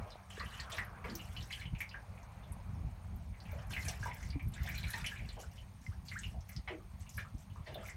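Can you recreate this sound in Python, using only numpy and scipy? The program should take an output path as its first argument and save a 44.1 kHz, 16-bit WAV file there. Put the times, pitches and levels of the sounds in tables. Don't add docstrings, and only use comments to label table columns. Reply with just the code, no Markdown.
import sys
import numpy as np
from scipy import signal
from scipy.io import wavfile
from scipy.ndimage import uniform_filter1d

SR = 44100
rng = np.random.default_rng(int(sys.argv[2]) if len(sys.argv) > 2 else 0)


def dump_mix(stems):
    frames = np.atleast_2d(stems).T
    limited = np.clip(frames, -1, 1)
    pcm = np.round(limited * 32767).astype(np.int16)
    wavfile.write(sys.argv[1], SR, pcm)


N = 351036


def water():
    return clear_bubbles() + slaps() + ticks() + churn() + spray()


# (time [s], level [dB], pitch [Hz])
BUBBLES = [(0.06, -51, 595), (0.1046, -46, 4900), (0.119, -47.5, 3820), (0.305, -45, 3010),
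           (0.3716, -43.5, 1710), (0.397, -39, 4280), (0.4006, -38.5, 1860), (0.4042, -40.5, 1150),
           (0.46, -46, 2880), (0.541, -42.5, 2970), (0.595, -44.5, 1800), (0.5996, -36.5, 4430),
           (0.7175, -55, 1860), (0.7185, -39, 3460), (0.727, -47.5, 644), (0.7366, -46, 2500),
           (0.7835, -28.5, 1870), (1.0427, -40.5, 2120), (1.099, -41, 4500), (1.153, -34.5, 5800),
           (1.194, -43.5, 2770), (1.3652, -40, 2880), (1.366, -44, 4300), (1.408, -43.5, 3750),
           (1.428, -41, 5300), (1.507, -39, 2160), (1.5217, -41, 4560), (1.5278, -34, 3040),
           (1.614, -42, 2160), (1.655, -44, 2920), (1.7507, -44.5, 2500), (1.8052, -32, 2190),
           (1.8924, -43.5, 4750), (1.913, -48, 2730), (1.943, -39, 1580), (2.177, -50, 2330),
           (2.231, -53, 6200), (2.435, -55, 3380), (3.34, -54, 2070), (3.403, -46.5, 4470),
           (3.454, -53, 2630), (3.5152, -53.5, 2250), (3.53, -50, 603), (3.588, -51.5, 1400),
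           (3.727, -46, 4050), (3.734, -39.5, 2490), (3.7651, -32, 2030), (3.8782, -43.5, 743),
           (3.8844, -29, 5750), (4.0292, -37.5, 1540), (4.0587, -35.5, 925), (4.078, -44, 2030),
           (4.1126, -40, 2160), (4.2288, -44, 6300), (4.2277, -46.5, 2080), (4.3033, -42, 4600),
           (4.3283, -49, 2250), (4.396, -45, 2250), (4.5374, -46.5, 3630), (4.5799, -48, 1910),
           (4.653, -50, 690), (4.633, -44.5, 6500), (4.6624, -44, 3420), (4.6646, -47, 5300),
           (4.6742, -41.5, 1600), (4.687, -38, 2190), (4.745, -39.5, 2340), (4.7808, -37.5, 4000),
           (4.8315, -39, 3860), (4.839, -37, 2230), (4.8917, -43.5, 1700), (4.934, -36.5, 4000),
           (4.9367, -45.5, 2550), (4.9372, -36.5, 1850), (4.94, -45, 905), (5.044, -33, 2280),
           (5.013, -46, 4900), (5.0627, -36, 5740), (5.063, -33.5, 2910), (5.1171, -42, 1660),
           (5.1598, -43, 2400), (5.1939, -44.5, 2240), (5.2896, -41, 4180), (5.3693, -46, 763),
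           (5.402, -52, 4470), (5.413, -42, 6650), (5.4323, -53, 1440), (5.5802, -49.5, 2930),
           (6.0847, -39, 4340), (6.1156, -39.5, 2030), (6.1896, -36, 6750), (6.2347, -38, 2730),
           (6.343, -50, 744), (6.408, -51, 5860), (6.494, -49, 2030), (6.5643, -36, 4900),
           (6.6761, -38.5, 2170), (6.7, -44.5, 613), (6.803, -58, 1160), (7.058, -60, 1020),
           (7.066, -53, 2600), (7.093, -41.5, 6700), (7.1783, -45, 2240), (7.1799, -36.5, 1690),
           (7.2495, -48.5, 1270), (7.5, -60, 2870), (7.559, -48.5, 1084), (7.667, -49, 1940),
           (7.676, -47, 577), (7.745, -42, 3500), (7.7564, -41, 626), (7.83, -53, 1330),
           (7.8547, -46, 2230), (7.886, -41.5, 2010)]
RING_CYCLES, RING_SPREAD = 6.7, 0.093
RING_LAW = -0.14
CLIMB = 0.0004


def clear_bubbles():
    rows = []
    for time, db, hz in BUBBLES:
        luck = np.exp(RING_SPREAD * rng.standard_normal())
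        cycles = RING_CYCLES * (hz / 2000) ** RING_LAW * luck
        rows.append((time, db, bubble(hz, cycles, CLIMB * cycles)))
    return play(rows)


def bubble(hz, cycles, rise):
    cycles = np.clip(cycles, 0.7, 40)
    u = np.arange(int(4 * cycles * SR / hz)) * hz / SR
    loudness = (1 - np.exp(-u / 0.27)) * np.exp(-2 * u / cycles)
    ring = loudness * np.sin(2 * np.pi * u * (1 + rise * u))
    return ring / abs(ring).max()


# (time [s], level [dB], lowest frequency [Hz], highest frequency [Hz])
SLAPS = [(1.042, -43, 250, 1540), (1.085, -40, 150, 330), (3.878, -42, 490, 9050),
         (5.367, -48.5, 380, 1100), (3.706, -57, 1500, 11900), (6.675, -41.5, 586, 2760),
         (6.701, -45, 282, 460), (7.178, -49.5, 450, 3970), (7.668, -50, 250, 4020), (7.70, -50, 212, 398)]


def slaps():
    return play((time, db, puff(lo_hz, hi_hz, 0.14)) for time, db, lo_hz, hi_hz in SLAPS)


# (time [s], level [dB], centre frequency [Hz])
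TICKS = [(0.2987, -49.5, 8250), (0.5997, -44, 7000), (0.7182, -39.5, 6940), (0.846, -47, 11900),
         (1.1526, -33, 14300), (1.5225, -46, 9020), (1.8058, -39, 12700), (2.52, -44, 10000),
         (3.16, -52, 12800), (3.517, -45.5, 14600), (3.6681, -55, 10800), (3.8267, -46, 10400),
         (3.8494, -39, 9800), (3.883, -36.5, 9500), (4.144, -44, 14600), (4.4243, -53, 13800),
         (4.482, -46, 11800), (4.537, -45, 7600), (4.632, -42, 14300), (4.69, -37, 14400),
         (4.746, -44, 6540), (4.7775, -38.5, 14200), (4.903, -34.5, 10700), (5.0494, -53, 7010),
         (5.064, -36, 10000), (5.325, -51.5, 8000), (6.1343, -51.5, 7150), (6.1897, -40.5, 7500),
         (6.4903, -40.5, 12700), (7.009, -52.5, 7760), (7.1357, -62, 12700), (7.17, -37.5, 11800),
         (7.741, -47, 13000), (7.858, -56, 8250), (7.873, -44, 13100), (7.895, -43.5, 7200)]
TICK_T60, TICK_WIDTH = 0.04, 1.18


def ticks():
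    return play((time, db, puff(hz / TICK_WIDTH, hz * TICK_WIDTH, TICK_T60)) for time, db, hz in TICKS)


def puff(lo_hz, hi_hz, t60):
    t = np.arange(SR // 4) / SR
    band = signal.butter(3, [lo_hz, hi_hz], "band", fs=SR, output="sos")
    rush = evened(signal.sosfilt(band, rng.standard_normal(len(t)))) / 2
    rise = 1 - np.exp(-t / 0.0017)
    return rush * gain_of(-60 * t / t60) * rise


def churn():
    return stirring(column=2, rest_db=-88) * swarm(1374, 4940, cycles=7.8, per_s=800, spread_db=6.0)


def spray():
    return stirring(column=3, rest_db=-81) * swarm(5050, SR / 3, cycles=6, per_s=2500, spread_db=5.5)


# (start [s], length [s], churn level [dB], spray level [dB])
STROKES = [(0.0, 0.3, -81, -80), (0.303, 0.32, -66, -68), (0.699, 0.082, -57.5, -61),
           (1.043, 0.17, -67, -68.5), (1.2, 0.28, -74, -69.5), (1.502, 0.1, -64.5, -63.5),
           (1.784, 0.024, -71, -62), (3.421, 0.2, -71, -75), (3.698, 0.23, -61, -60.5),
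           (3.996, 0.069, -62.5, -63), (4.13, 0.15, -71, -68), (4.52, 0.11, -67, -70.5),
           (4.634, 0.27, -61.5, -64), (4.877, 0.12, -61.5, -60.5), (5.038, 0.086, -63.5, -62.5),
           (5.14, 0.21, -69.5, -74), (5.392, 0.025, -68, -63), (5.515, 0.089, -79, -73),
           (5.816, 0.098, -77, -72.5), (6.052, 0.24, -72.5, -69), (6.483, 0.054, -74, -68),
           (6.994, 0.021, -74.5, -70), (7.09, 0.091, -84, -65), (7.382, 0.021, -80, -71),
           (7.657, 0.19, -71.5, -78.5), (7.83, 0.054, -74, -66)]
STIR_S, SETTLE_DB_PER_S = 0.004, 245


def stirring(column, rest_db):
    t = np.arange(N) / SR
    level_db = np.full(N, float(rest_db))
    for row in STROKES:
        start, length = row[:2]
        before_db = 20 * (start - t) / STIR_S
        after_db = SETTLE_DB_PER_S * (t - start - length)
        shape_db = np.minimum(-np.maximum(before_db, after_db), 0)
        level_db = np.maximum(level_db, row[column] + shape_db)
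    return gain_of(level_db)


def swarm(lo_hz, hi_hz, cycles, per_s, spread_db, count=30):
    at = np.flatnonzero(rng.random(N) < per_s / SR)
    draw = rng.random((N, 2))[at]
    size = gain_of(spread_db * np.minimum(-np.log(draw[:, 0] + 1e-9), 4))
    kind = (draw[:, 1] * count).astype(int)
    out = np.zeros(N)
    for k, hz in enumerate(np.geomspace(lo_hz, hi_hz, count)):
        ring = bubble(hz, cycles, 0.0055)
        mine = kind == k
        places = at[mine, None] + np.arange(len(ring))
        copies = size[mine, None] * ring
        out += np.bincount(places.ravel(), copies.ravel(), 2 * N)[:N]
    return evened(out)


# (time [s], level [dB], start pitch [Hz], end pitch [Hz], length [s])
GLUGS = [(5.909, -62, 840, 1950, 0.035), (6.153, -43, 1086, 2020, 0.026), (7.823, -56, 1066, 1503, 0.029)]


def glugs():
    return play((time, db, glug(*shape)) for time, db, *shape in GLUGS)


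def glug(start_hz, end_hz, length):
    u = np.arange(0, 1, 1 / (length * SR))
    hz = start_hz + (end_hz - start_hz) * u
    return np.sin(np.pi * u ** 1.1) * np.sin(2 * np.pi * np.cumsum(hz) / SR)


def porch(x, count=4):
    turn = (np.arange(N) // 1500) % count
    reflections = np.zeros(N)
    for k in range(count):
        share = uniform_filter1d(1.0 * (turn == k), size=300)
        reflections += signal.oaconvolve(x * share, tail())[:N]
    return x + gain_of(-9) * reflections


# (frequency [Hz], time to fall by 60 dB at first [s], relative strength [dB])
PORCH = [(300, 0.64, 0), (1000, 0.21, 0), (2500, 0.19, 4), (6400, 0.077, 1.5), (14000, 0.073, -5.5)]


def tail():
    taps = np.zeros(SR // 3)
    at = np.arange(60, len(taps) - 20, 20)
    taps[at + rng.integers(0, 20, len(at))] = rng.choice([-1.0, 1.0], len(at))
    hz, t, z = signal.stft(taps, SR, nperseg=256)
    strength_db = read(PORCH, hz, column=2)[:, None]
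    fade_db = 60 * t / read(PORCH, hz)[:, None]
    leaving_db = 150 * np.maximum(t - 0.065, 0)
    return signal.istft(z * gain_of(strength_db - fade_db - leaving_db), SR, nperseg=256)[1]


# (time [s], level [dB], pitch [Hz], cycles it rings)
KNOCKS = [(.156, -41.5, 685, 3.1), (0.378, -42.5, 443, 3.5), (0.436, -45.5, 490, 2.5),
          (3.047, -50, 1310, 1.6), (4.357, -35, 277, 8.2), (5.865, -42, 2085, 32)]


def knocks():
    return play((time, db, bubble(hz, cycles, 0)) for time, db, hz, cycles in KNOCKS)


# (time [s], level [dB])
WIND = [(0, -41.5), (.21, -58.5), (.5, -51), (1.4, -45), (1.55, -52), (2.1, -51), (2.45, -48), (2.8, -39),
        (3.03, -49.5), (3.15, -42.5), (3.33, -47.5), (3.8, -44), (4.2, -43.5), (4.75, -41.5), (5.3, -47.5),
        (5.8, -54), (6.35, -43), (6.45, -54), (7.1, -50.5), (7.96, -49.5)]
# (middle [s], level [dB])
GUSTS = [(0.291, -56), (0.47, -51), (0.79, -49.5), (1.669, -43.5), (1.741, -34), (1.9, -49), (2.421, -52),
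         (2.511, -40), (3.13, -45), (3.86, -39.5), (4.01, -38.5), (4.361, -31.5), (4.469, -34), (4.62, -53),
         (4.72, -43), (5.04, -59), (5.21, -43), (5.291, -43), (5.891, -43.5), (6.378, -42.5),
         (6.581, -36.5), (6.95, -45), (7.17, -55), (7.352, -35.5), (7.6, -47), (7.85, -53)]
# (frequency [Hz], relative level [dB per Hz])
BUFFET = [(15, -67), (25, 5.5), (48, -0.5), (73, 3), (198, -12), (281, -25.5), (341, -30), (429, -35),
          (450, -70), (580, -57), (990, -120)]
GUST_S = 0.013


def wind():
    t = np.arange(N) / SR
    lumps = evened(smoothed(rng.standard_normal(N), 700, 700))
    strength = gain_of(curve(WIND))
    for middle, db in GUSTS:
        strength += gain_of(db) * np.exp(-((t - middle) / GUST_S) ** 2)
    turbulence = evened(noise(BUFFET, 1.22, size=2048) * gain_of(2.58 * lumps))
    gusts = strength * turbulence
    return gusts + gusts * abs(gusts)


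# (time [s], level [dB])
ROAD = [(0.0, -55), (0.29, -64.5), (0.75, -56.5), (1.68, -64), (2.44, -60), (3.3, -65.5), (3.55, -58),
        (4.39, -64), (4.88, -62.5), (5.76, -68), (7.54, -68.5), (7.8, -60), (7.96, -62.5)]
# (frequency [Hz], relative level [dB per Hz])
ROAD_COLOUR = [(180, -52), (300, -9.5), (448, 1.5), (714, 8), (1070, 5), (1760, -5.5), (2400, -3.5),
               (2800, -13.5), (4000, -28), (5200, -56), (8800, -120)]


def road():
    return gain_of(curve(ROAD)) * noise(ROAD_COLOUR, 1.8)


# (middle [s], half width [s], level [dB])
PASSING = (0.79, 0.38, -55.5)
# (frequency [Hz], relative level [dB per Hz])
PASSING_COLOUR = [(500, -38), (900, -5), (1200, 4), (1600, -3), (2600, -37), (5000, -100)]


def passing():
    middle, width, db = PASSING
    swell = np.exp(-((np.arange(N) / SR - middle) / width) ** 2)
    return gain_of(db) * swell * noise(PASSING_COLOUR, 2.4)


# (frequency [Hz], level [dB])
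HUM = [(98, -61.5), (193, -67.5)]


def hum():
    t = np.arange(N) / SR
    span = int(SR / 9.9)
    a, b = smoothed(rng.standard_normal((2, N)), span, span // 2)
    out = np.zeros(N)
    for hz, db in HUM:
        turn = 2 * np.pi * hz * t
        out += gain_of(db) * evened(a * np.cos(turn) + b * np.sin(turn))
    return out


# (lowest start pitch [Hz], highest start pitch [Hz],
# chirps per second [1/s], chirp length [s], fall in pitch [Hz], level of the softest chirps [dB])
TWITTER = (8100, 9400, 17, .065, 250, -83)


def twitter():
    lo_hz, hi_hz, per_s, length, fall_hz, softest_db = TWITTER
    t = np.arange(0, length, 1 / SR)
    rows = []
    for k, (late, pitch, size) in enumerate(rng.random((int(per_s * N / SR), 3))):
        hz = lo_hz + (hi_hz - lo_hz) * pitch - fall_hz * t / length
        husk = 1 + 0.61 * evened(uniform_filter1d(rng.standard_normal(len(t)), size=60))
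        chirp = husk * np.hanning(len(t)) * np.sin(2 * np.pi * np.cumsum(hz) / SR)
        rows.append(((k + late) / per_s, softest_db + 7 * size, chirp))
    return play(rows)


# (frequency [Hz], relative level [dB per Hz])
AIR = [(1200, -16), (2000, -1), (3000, -4), (4480, -4), (5740, -18), (6600, -3.5), (7500, -57), (8700, -2),
       (10300, -18), (11500, -13.5), (16000, -14)]


def air():
    return gain_of(-73.5) * noise(AIR, 1.0)


def noise(colour, patchy_db, size=1024):
    hz = np.fft.rfftfreq(size, 1 / SR)
    a, b, patches = rng.standard_normal((4 * N // size + 5, len(hz), 3)).T
    patches = uniform_filter1d(uniform_filter1d(patches, size=8, axis=0), size=8, axis=1)
    level_db = read(colour, hz)[:, None] + patchy_db * evened(patches)
    z = (a + 1j * b) * gain_of(level_db)
    return evened(signal.istft(z, nperseg=size, noverlap=3 * size // 4)[1][:N])


def play(rows):
    out = np.zeros(N)
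    for time, db, sound in rows:
        part = out[round(time * SR):][:len(sound)]
        part += gain_of(db) * sound[:len(part)]
    return out


def gain_of(db):
    return 10 ** (np.asarray(db) / 20)


def evened(x):
    return x / np.sqrt(np.mean(x ** 2) + 1e-20)


def smoothed(x, first, second):
    return uniform_filter1d(uniform_filter1d(x, size=first), size=second)


def curve(rows):
    rows = np.array(rows)
    return np.interp(np.arange(N) / SR, rows[:, 0], rows[:, 1])


def read(points, hz, column=1):
    points = np.array(points)
    return np.interp(np.log(hz + 1), np.log(points[:, 0] + 1), points[:, column])


def scene():
    bursts = glugs()
    bath = porch(water() + 0.44 * bursts) + bursts
    far = road() + passing() + hum() + twitter() + air()
    return (bath + knocks() + wind() + far)[None]


def record(dry):
    thinned = signal.sosfilt(signal.butter(4, 39, "high", fs=SR, output="sos"), dry)
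    treble_cut = signal.firwin(511, 15950, window=("kaiser", 9), fs=SR)
    return signal.oaconvolve(thinned, treble_cut[None], "same")


dry = scene()
out = record(dry)
dump_mix(out)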